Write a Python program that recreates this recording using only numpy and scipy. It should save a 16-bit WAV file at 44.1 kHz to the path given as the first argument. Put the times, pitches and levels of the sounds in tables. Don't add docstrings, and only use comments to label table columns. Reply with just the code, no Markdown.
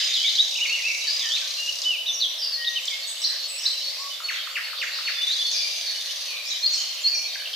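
import sys
import numpy as np
from scipy import signal
from scipy.io import wavfile

SR = 44100
rng = np.random.default_rng(int(sys.argv[2]) if len(sys.argv) > 2 else 0)


def wrap_up_sound(samples):
    columns = np.atleast_2d(samples).T
    tamed = np.clip(columns, -1, 1)
    steps = np.round(tamed * 32767).astype(np.int16)
    wavfile.write(sys.argv[1], SR, steps)


N = 332955
TIME = np.arange(N) / SR

# (time [s], shape, length [s], middle pitch [Hz], level [dB])
WARBLE_PHRASES = [(0, "level", 0.076, 4970, -20), (0, "fall", 0.052, 2970, -25),
                  (0, "buzz down", 0.027, 3640, -23), (.129, "buzz down", 0.075, 3355, -18.5),
                  (.169, "climb", 0.072, 3064, -20.5), (.23, "buzz up", 0.093, 3600, -16.5),
                  (.233, "dip", 0.036, 2247, -30), (.262, "flick down", 0.029, 2300, -29),
                  (.345, "buzz up", .035, 4160, -18), (.377, "hook", .046, 3765, -12),
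                  (.548, "hook", 0.026, 2840, -26), (.57, "fall", 0.03, 2560, -23.5),
                  (.601, "arch", 0.058, 2937, -20), (.645, "fall", .023, 2317, -19),
                  (.689, "hook", 0.028, 2656, -22), (.708, "arch", 0.068, 2830, -21),
                  (.77, "fall", 0.038, 2150, -28.5), (.827, "arch", .11, 2673, -21.5),
                  (.877, "rasp", 0.096, 2300, -21.5), (1.027, "climb", .036, 2270, -32),
                  (1.062, "sag", 0.045, 1722, -35), (1.068, "hook", 0.028, 4670, -21.5),
                  (1.075, "level", 0.092, 4920, -19), (1.179, "buzz down", 0.12, 3174, -25),
                  (1.223, "sag", 0.086, 1784, -33), (1.295, "buzz up", .1, 3526, -18.5),
                  (1.356, "fall", 0.024, 2465, -26.5), (1.404, "sag", 0.054, 1540, -40.5),
                  (1.573, "level", 0.086, 2828, -24.5), (1.674, "arch", 0.037, 2912, -23),
                  (1.817, "flick down", 0.0077, 4700, -17), (1.831, "hook", 0.022, 3710, -26),
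                  (1.842, "level", 0.064, 3015, -23), (1.85, "droop", .125, 2880, -21),
                  (2.058, "hook", 0.0217, 3850, -22.5), (2.058, "climb", .1, 5950, -27.5),
                  (2.072, "dip", 0.051, 3500, -22), (2.125, "sag", 0.053, 5670, -23),
                  (2.197, "buzz down", 0.087, 3410, -17), (2.38, "rasp", .09, 5220, -25),
                  (2.416, "rasp", 0.1, 4736, -21), (2.514, "sag", 0.061, 4300, -20),
                  (2.645, "flick up", 0.011, 3650, -20), (2.664, "dip", 0.035, 3650, -21.5),
                  (2.754, "droop", 0.045, 2960, -23), (2.853, "flick down", 0.0087, 5600, -19.5),
                  (2.874, "flick down", .016, 3560, -13.5), (2.893, "sag", 0.075, 2150, -30.5),
                  (5.145, "level", 0.048, 4850, -28.5), (5.159, "level", 0.13, 3530, -18.5),
                  (5.271, "lift", 0.084, 3860, -19), (5.381, "level", 0.058, 3487, -16),
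                  (7.352, "flick down", 0.011, 1760, -23.5), (7.393, "climb", 0.027, 3010, -29.5),
                  (7.447, "flick down", .02, 3035, -22), (7.472, "flick up", 0.011, 3310, -28),
                  (7.53, "flick down", 0.013, 3416, -18)]
def warblers():
    return bird(syllables(WARBLE_PHRASES), direct_db=2, echo_db=-3, pan_db=0, softness=0.92)

# (time [s], shape, length [s], middle pitch [Hz], level [dB])
CANOPY_PHRASES = [(.05, "climb", 0.081, 6820, -35), (2.68, "sag", .03, 5780, -29.5),
                  (2.795, "sag", 0.035, 7170, -37), (3.065, "dip", 0.037, 6480, -33),
                  (3.55, "lift", 0.074, 5430, -27.5), (3.99, "rasp", .06, 5640, -40),
                  (4.315, "buzz down", 0.094, 3210, -26.5), (4.39, "buzz up", 0.069, 6030, -47),
                  (4.758, "buzz down", .041, 3490, -26), (4.76, "buzz up", .12, 5870, -37.5),
                  (4.911, "buzz up", 0.054, 4440, -22.5), (5.506, "buzz down", 0.055, 5030, -21.5),
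                  (5.549, "rasp", .095, 4780, -22), (6.436, "buzz up", .08, 5350, -26),
                  (6.436, "flick up", 0.051, 6930, -35.5), (6.49, "fall", 0.035, 3736, -23.5),
                  (6.688, "buzz up", 0.076, 6820, -32.5), (6.755, "arch", .074, 6720, -30.5),
                  (6.775, "rasp", 0.081, 3020, -29.5), (6.963, "fall", 0.0202, 3100, -32)]
def twitters():
    return bird(syllables(CANOPY_PHRASES), direct_db=-5.5, echo_db=-0.5, pan_db=-2, softness=0.7)

# (onset [s], length [s], start pitch [Hz], middle pitch [Hz], end pitch [Hz],
# buzz [0-1], loudest point [0-1], direct level [dB], echo level [dB])
CHIP_NOTES = [(0, .014, 6000, 4900, 4870, 0, 0.1, -21, -16),
              (.014, .027, 3298, 4073, 4540, 0.13, 0.74, -12.5, -15),
              (.027, .018, 3850, 4550, 6900, .3, .15, -14, -13)]
# (time [s], level [dB], pitch [ratio])
CHIP_CUES = [(3.217, 0.5, 1.02), (3.633, -0.5, .99)]
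def chips():
    notes = repeated(CHIP_NOTES, CHIP_CUES)
    return bird(notes, direct_db=-4.5, echo_db=0.1, pan_db=-1, softness=1.62, overtone_db=-42)

WHIP_NOTES = [(0, 0.0547, 4200, 4264, 4380, 0.1, 0.81, -9.5, -12),
              (.036, 0.0187, 4380, 4560, 5700, 0.066, 0.38, -16.5, -13),
              (.114, .027, 6600, 5330, 4950, .02, .28, -20.5, -19.5)]
WHIP_CUES = [(6.616, 0.12, .995), (7.028, 0.35, 1.005)]
def whips():
    notes = repeated(WHIP_NOTES, WHIP_CUES)
    return bird(notes, direct_db=-4.4, echo_db=0.1, pan_db=0.9, softness=1.57, overtone_db=-51)

CLUCK_NOTES = [(0, .01, 1850, 1384, 1020, 0.025, 0.64, -31, -27),
               (.083, .042, 3367, 1830, 995, 0, .18, -24, -18.5)]
CLUCK_CUES = [(4.199, -0.6, 0.99), (4.468, 0.5, .995), (4.727, .3, 1.005), (4.983, -0.7, 1.02)]
def clucks():
    return bird(repeated(CLUCK_NOTES, CLUCK_CUES), direct_db=0, echo_db=-1.5, pan_db=-0.3, softness=1.92)

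# (time [s], level [dB])
PIP_NOTE = [(-.012, 0.079, 4410, 4385, 4335, 0.037, 0.29, 1.6, -3)]
PIP_BEAT = [(0.6806, -26.5), (1.077, -27.5), (3.028, -28.5), (3.4276, -27.5), (3.8347, -26), (4.2456, -23),
            (4.639, -28.5), (5.0519, -25.5), (5.4542, -23.5), (5.8697, -24.5), (6.2817, -28.5)]
def pips():
    return bird(repeated(PIP_NOTE, PIP_BEAT), direct_db=-2.5, echo_db=0.8, pan_db=-1, softness=0.9)

THIN_NOTE = [(0.00069, 0.069, 8080, 7990, 7940, .1, 0.36, -32.5, -29.5)]
THIN_CUES = [(3.059, 0, 1.005), (3.395, -12, 0.87), (3.474, 0, 1), (3.98, -14, .91), (4.489, -16, .91),
             (4.807, -15, .91), (7.0, -7.5, 0.89)]
def thin_whistles():
    return bird(repeated(THIN_NOTE, THIN_CUES), direct_db=-1.5, echo_db=1.6, pan_db=-0.5, softness=0.96)

HUSKY_NOTE = [(0.00055, 0.1587, 2450, 2340, 2400, 0.35, .07, -44, -30)]
HUSKY_CUES = [(5.529, -1.5, 0.99), (6.271, -2, 1.01), (7.113, -4, .995)]
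def husky_calls():
    return bird(repeated(HUSKY_NOTE, HUSKY_CUES), direct_db=-1, echo_db=2.3, pan_db=-0.5, softness=0.55)

LONG_NOTE = [(2.52, .4, 1882, 1882, 1881, 0, .32, -31, -43)]
def long_whistle():
    return bird(LONG_NOTE, direct_db=0.5, echo_db=3.5, pan_db=0, softness=2.9)

HOOT_NOTE = [(3.985, .11, 1050, 1125, 1070, 0, .35, -42, -42)]
def hoot():
    return bird(HOOT_NOTE, direct_db=1, echo_db=0.3, pan_db=-2, softness=0.56)

SYLLABLE_SHAPES = {"hook": (.8, 1.02, .04, .5, -2.4), "arch": (.87, .86, .2, .35, -2),
                   "level": (.985, 1.005, .03, .35, -7), "climb": (1, 1.14, -0.03, 0.65, -7),
                   "sag": (1.17, 1.06, 0.28, 0.5, -5), "droop": (1.02, .76, 0.095, 0.19, -1),
                   "fall": (1.26, 0.9, 0.93, 0.63, -5.5), "dip": (1.14, 1.05, 0.28, 0.52, 1),
                   "lift": (.94, 1.32, .15, .55, -5), "flick up": (.74, 1.1, .2, 0.3, -4.5),
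                   "flick down": (1.9, 0.93, 0.36, 0.66, -7.5), "buzz up": (.85, 1.33, 0.77, .3, -5),
                   "buzz down": (1.4, .95, .75, .3, -4), "rasp": (0.98, 0.92, 0.72, 0.1, -7.5)}
def syllables(song):
    notes = []
    for s, shape, length, hz, db in song:
        start, end, buzz, crest, direct_db = SYLLABLE_SHAPES[shape]
        notes.append((s, length, hz * start, hz, hz * end, buzz, crest, db + direct_db, db))
    return notes

def repeated(call, cues):
    def given(s, db, ratio=1):
        return [(s + onset, length, start * ratio, middle * ratio, end * ratio,
                 buzz, crest, direct_db + db, echo_db + db)
                for onset, length, start, middle, end, buzz, crest, direct_db, echo_db in call]
    return [note for cue in cues for note in given(*cue)]

def bird(notes, direct_db, echo_db, pan_db, softness, overtone_db=-46):
    out = np.zeros((2, N))
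    for s, *shape, near_db, scattered_db in notes:
        tone = syrinx(*shape, softness, overtone_db)
        middle_hz = shape[2]
        add(out, s, from_db(near_db + direct_db + pan_db * np.array([[.5], [-.5]])) * tone)
        add(out, s, from_db(scattered_db + echo_db) * forest(tone, middle_hz))
    return out

def syrinx(length, start_hz, middle_hz, end_hz, buzz, crest, softness, overtone_db):
    along = np.linspace(0, 1, max(int(length * SR), 64))
    curve = np.polyfit([0, .5, 1], np.log([start_hz, middle_hz, end_hz]), 2)
    glide_hz = np.exp(np.polyval(curve, along))
    buzz_hz = 123 * from_db(0.2 * rng.standard_normal())
    shake = buzz * np.sin(2 * np.pi * buzz_hz * along * length)
    waver = 0.0033 * np.interp(along, np.linspace(0, 1, 12), rng.standard_normal(12))
    phase = 2 * np.pi * np.cumsum(glide_hz * (1 + 0.074 * shake + waver)) / SR
    skewed = np.interp(along, [0, np.clip(crest, .05, .95), 1], [0, .5, 1])
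    swell = np.abs(np.sin(np.pi * skewed)) ** max(softness, .3)
    overtone = from_db(overtone_db) * np.sin(3 * phase) * (3 * glide_hz < SR / 2)
    return swell * (1 + .7 * shake) * (np.sin(phase) + overtone)

def forest(sound, hz, slope_t60_s=1.41, thicket_t60_s=0.38, build_s=0.0034, lumpy_db=3):
    t = TIME[:SR * 3 // 4]
    tail_s = slope_t60_s / (1 + (hz / 9500) ** 4)
    decay = from_db(-60 * t / tail_s) + from_db(-60 * t / thicket_t60_s)
    trunks = from_db(lumpy_db * np.interp(t, np.linspace(0, t[-1], 160), rng.standard_normal(160)))
    build = 1 - np.exp(-(t / build_s) ** 2)
    echo = spread(*rng.standard_normal((2, len(t))), likeness=0.35) * decay * trunks * build
    wet = signal.fftconvolve(sound[None], echo, axes=1)
    return wet * np.sqrt(2 * np.sum(sound ** 2) / np.sum(wet ** 2))

# (start [s], stop [s], tick spacing [s])
FAST_TRAIN = (.0127, 1.85, .03112)
SLOW_TRAIN = (5.217, 6.33, .0495)
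# (pitch [Hz], width [Hz], level [dB])
FAST_RESONANCES = [(4760, 1680, 7.5), (5450, 1450, 1), (6380, 220, 5.5), (7900, 1300, -31)]
SLOW_RESONANCES = [(4060, 1430, 1.5), (5130, 370, -3), (5990, 470, 1.5), (9770, 880, -12.5)]
def insect(train, tymbal, tick_db, echo_db, decay_s, uneven_db=0.7):
    start, stop, period = train
    count, since = np.divmod(TIME - start, period)
    strength = from_db(uneven_db * rng.standard_normal(512))[count.astype(int) % 512]
    gate = (TIME > start) * (TIME < stop)
    crackle = rng.standard_normal(N) * strength * np.exp(-since / decay_s) * gate + 1e-18
    ticks = sum(from_db(db) * filtered(crackle, 2, [hz - width / 2, hz + width / 2], "band")
                for hz, width, db in tymbal)
    ticks = rms_one(ticks) * np.sqrt((stop - start) * SR / N)
    return from_db(tick_db) * ticks + from_db(echo_db) * forest(ticks, tymbal[1][0])[:, :N]

# (time [s], level [dB])
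FAR_FADER = [(0, -28.5), (.6, -40), (1.3, -35), (2, -43), (2.6, -39.5), (3.3, -38), (4.1, -37.5),
             (4.8, -39.5), (5.6, -35.5), (6.3, -38.5), (6.9, -37.5), (7.55, -40)]
# (frequency [Hz], level [dB])
FAR_SPECTRUM = [(1200, -50), (1900, -9), (2400, -9), (3200, -5.5), (4100, 2), (4900, -5), (6300, -10.5),
                (7400, -21), (8800, -32)]
def far_birds(chirp_db, haze_db, count=150):
    chirps = np.zeros((1, N))
    for when, pitch, length, bend, slide, near in rng.random((count, 6)):
        hz = 2400 * 3.1 ** pitch
        tone = syrinx(0.0147 + 0.0404 * length, hz * 1.45 ** (bend - .5), hz, hz * 1.453 ** (slide - .5),
                      buzz=0.21, crest=0.4, softness=1.6, overtone_db=-43)
        add(chirps, when * N / SR, from_db(at_hz(FAR_SPECTRUM, hz) + 1.1 * near) * tone)
    voices = from_db(chirp_db) * rms_one(forest(chirps[0], 4400)[:, :N])
    haze = from_db(haze_db) * banded_noise(FAR_SPECTRUM, patchy_db=4, drift_hz=9)
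    return from_db(np.interp(TIME, *np.transpose(FAR_FADER))) * (voices + haze)

# (frequency [Hz], level [dB])
RUSH_AND_HISS_SPECTRUM = [(200, -76), (300, -11.5), (400, -22), (500, -2), (630, -2.5), (800, -9),
                          (1100, -2.5), (1600, -9.5), (3000, -16), (8000, -12), (12000, -9.5), (15500, -11)]
# (pitch [Hz], width [Hz], level [dB])
HOLLOW_TONES = [(538.6, 40, -61.5), (647, 55, -58)]
def rush_and_hiss(level_db):
    out = from_db(level_db) * banded_noise(RUSH_AND_HISS_SPECTRUM, patchy_db=3, drift_hz=6)
    for hz, width, db in HOLLOW_TONES:
        tone = filtered(rng.standard_normal((2, N)), 1, [hz - width / 2, hz + width / 2], "band")
        out += from_db(db) * rms_one(spread(*tone, at_hz(BED_LIKENESS, hz)))
    return out

# (frequency [Hz], left-right likeness [0-1])
BED_LIKENESS = [(300, 0.7), (600, 0.38), (1200, 0.44), (2500, 0.71), (4500, 0.043), (7000, 0.42), (9000, 1)]
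def banded_noise(spectrum, patchy_db, drift_hz):
    edges = 200 * 2 ** (np.arange(20) / 3)
    out, white = 0, rng.standard_normal((2, 2, N))
    for k, (low, high) in enumerate(zip(edges, edges[1:])):
        hz = np.sqrt(low * high)
        if spectrum[0][0] < hz < spectrum[-1][0]:
            mid, side = filtered(white[k % 2], 2, [low, high], "band")
            drift = np.interp(TIME * drift_hz, np.arange(1024), rng.standard_normal(1024))
            swell_db = patchy_db * drift / (1 + (hz / 7000) ** 4)
            out += from_db(at_hz(spectrum, hz) + swell_db) * spread(mid, side, at_hz(BED_LIKENESS, hz))
    return rms_one(out)

def spread(mid, side, likeness):
    return np.sqrt(1 + likeness) * mid + np.sqrt(1 - likeness) * side * np.array([[1], [-1]])

def filtered(x, order, hz, kind):
    return signal.sosfilt(signal.butter(order, hz, kind, fs=SR, output="sos"), x)

def from_db(db):
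    return 10 ** (np.asarray(db) / 20)

def rms_one(x):
    return x / np.sqrt(np.mean(x ** 2) + 1e-20)

def at_hz(points, hz):
    known_hz, values = np.transpose(points)
    return np.interp(np.log(hz), np.log(known_hz), values)

def add(out, s, sound):
    at = int(np.clip(s * SR, 0, N - 1))
    out[:, at:at + sound.shape[-1]] += sound[..., :N - at]

def scene():
    birds = warblers() + twitters() + chips() + whips() + clucks() + pips()
    birds += thin_whistles() + husky_calls() + long_whistle() + hoot()
    insects = insect(FAST_TRAIN, FAST_RESONANCES, tick_db=-39, echo_db=-34, decay_s=0.0032)
    insects += insect(SLOW_TRAIN, SLOW_RESONANCES, tick_db=-39, echo_db=-36, decay_s=0.009)
    return birds + insects + far_birds(chirp_db=-1, haze_db=2.5) + rush_and_hiss(level_db=-47.5)

def record(dry, wind_cut_hz=400, top_cut_hz=15350, casing_db=-17, ripple_hz=934):
    lag = round(SR / ripple_hz)
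    treble = filtered(dry, 1, 1200, "high")
    reflection = from_db(casing_db) * np.pad(treble, ((0, 0), (lag, 0)))[:, :N]
    thin = filtered(dry + reflection, 6, wind_cut_hz, "high")
    return signal.sosfilt(signal.ellip(12, .1, 90, top_cut_hz, fs=SR, output="sos"), thin)

dry = scene()
out = record(dry)
wrap_up_sound(out)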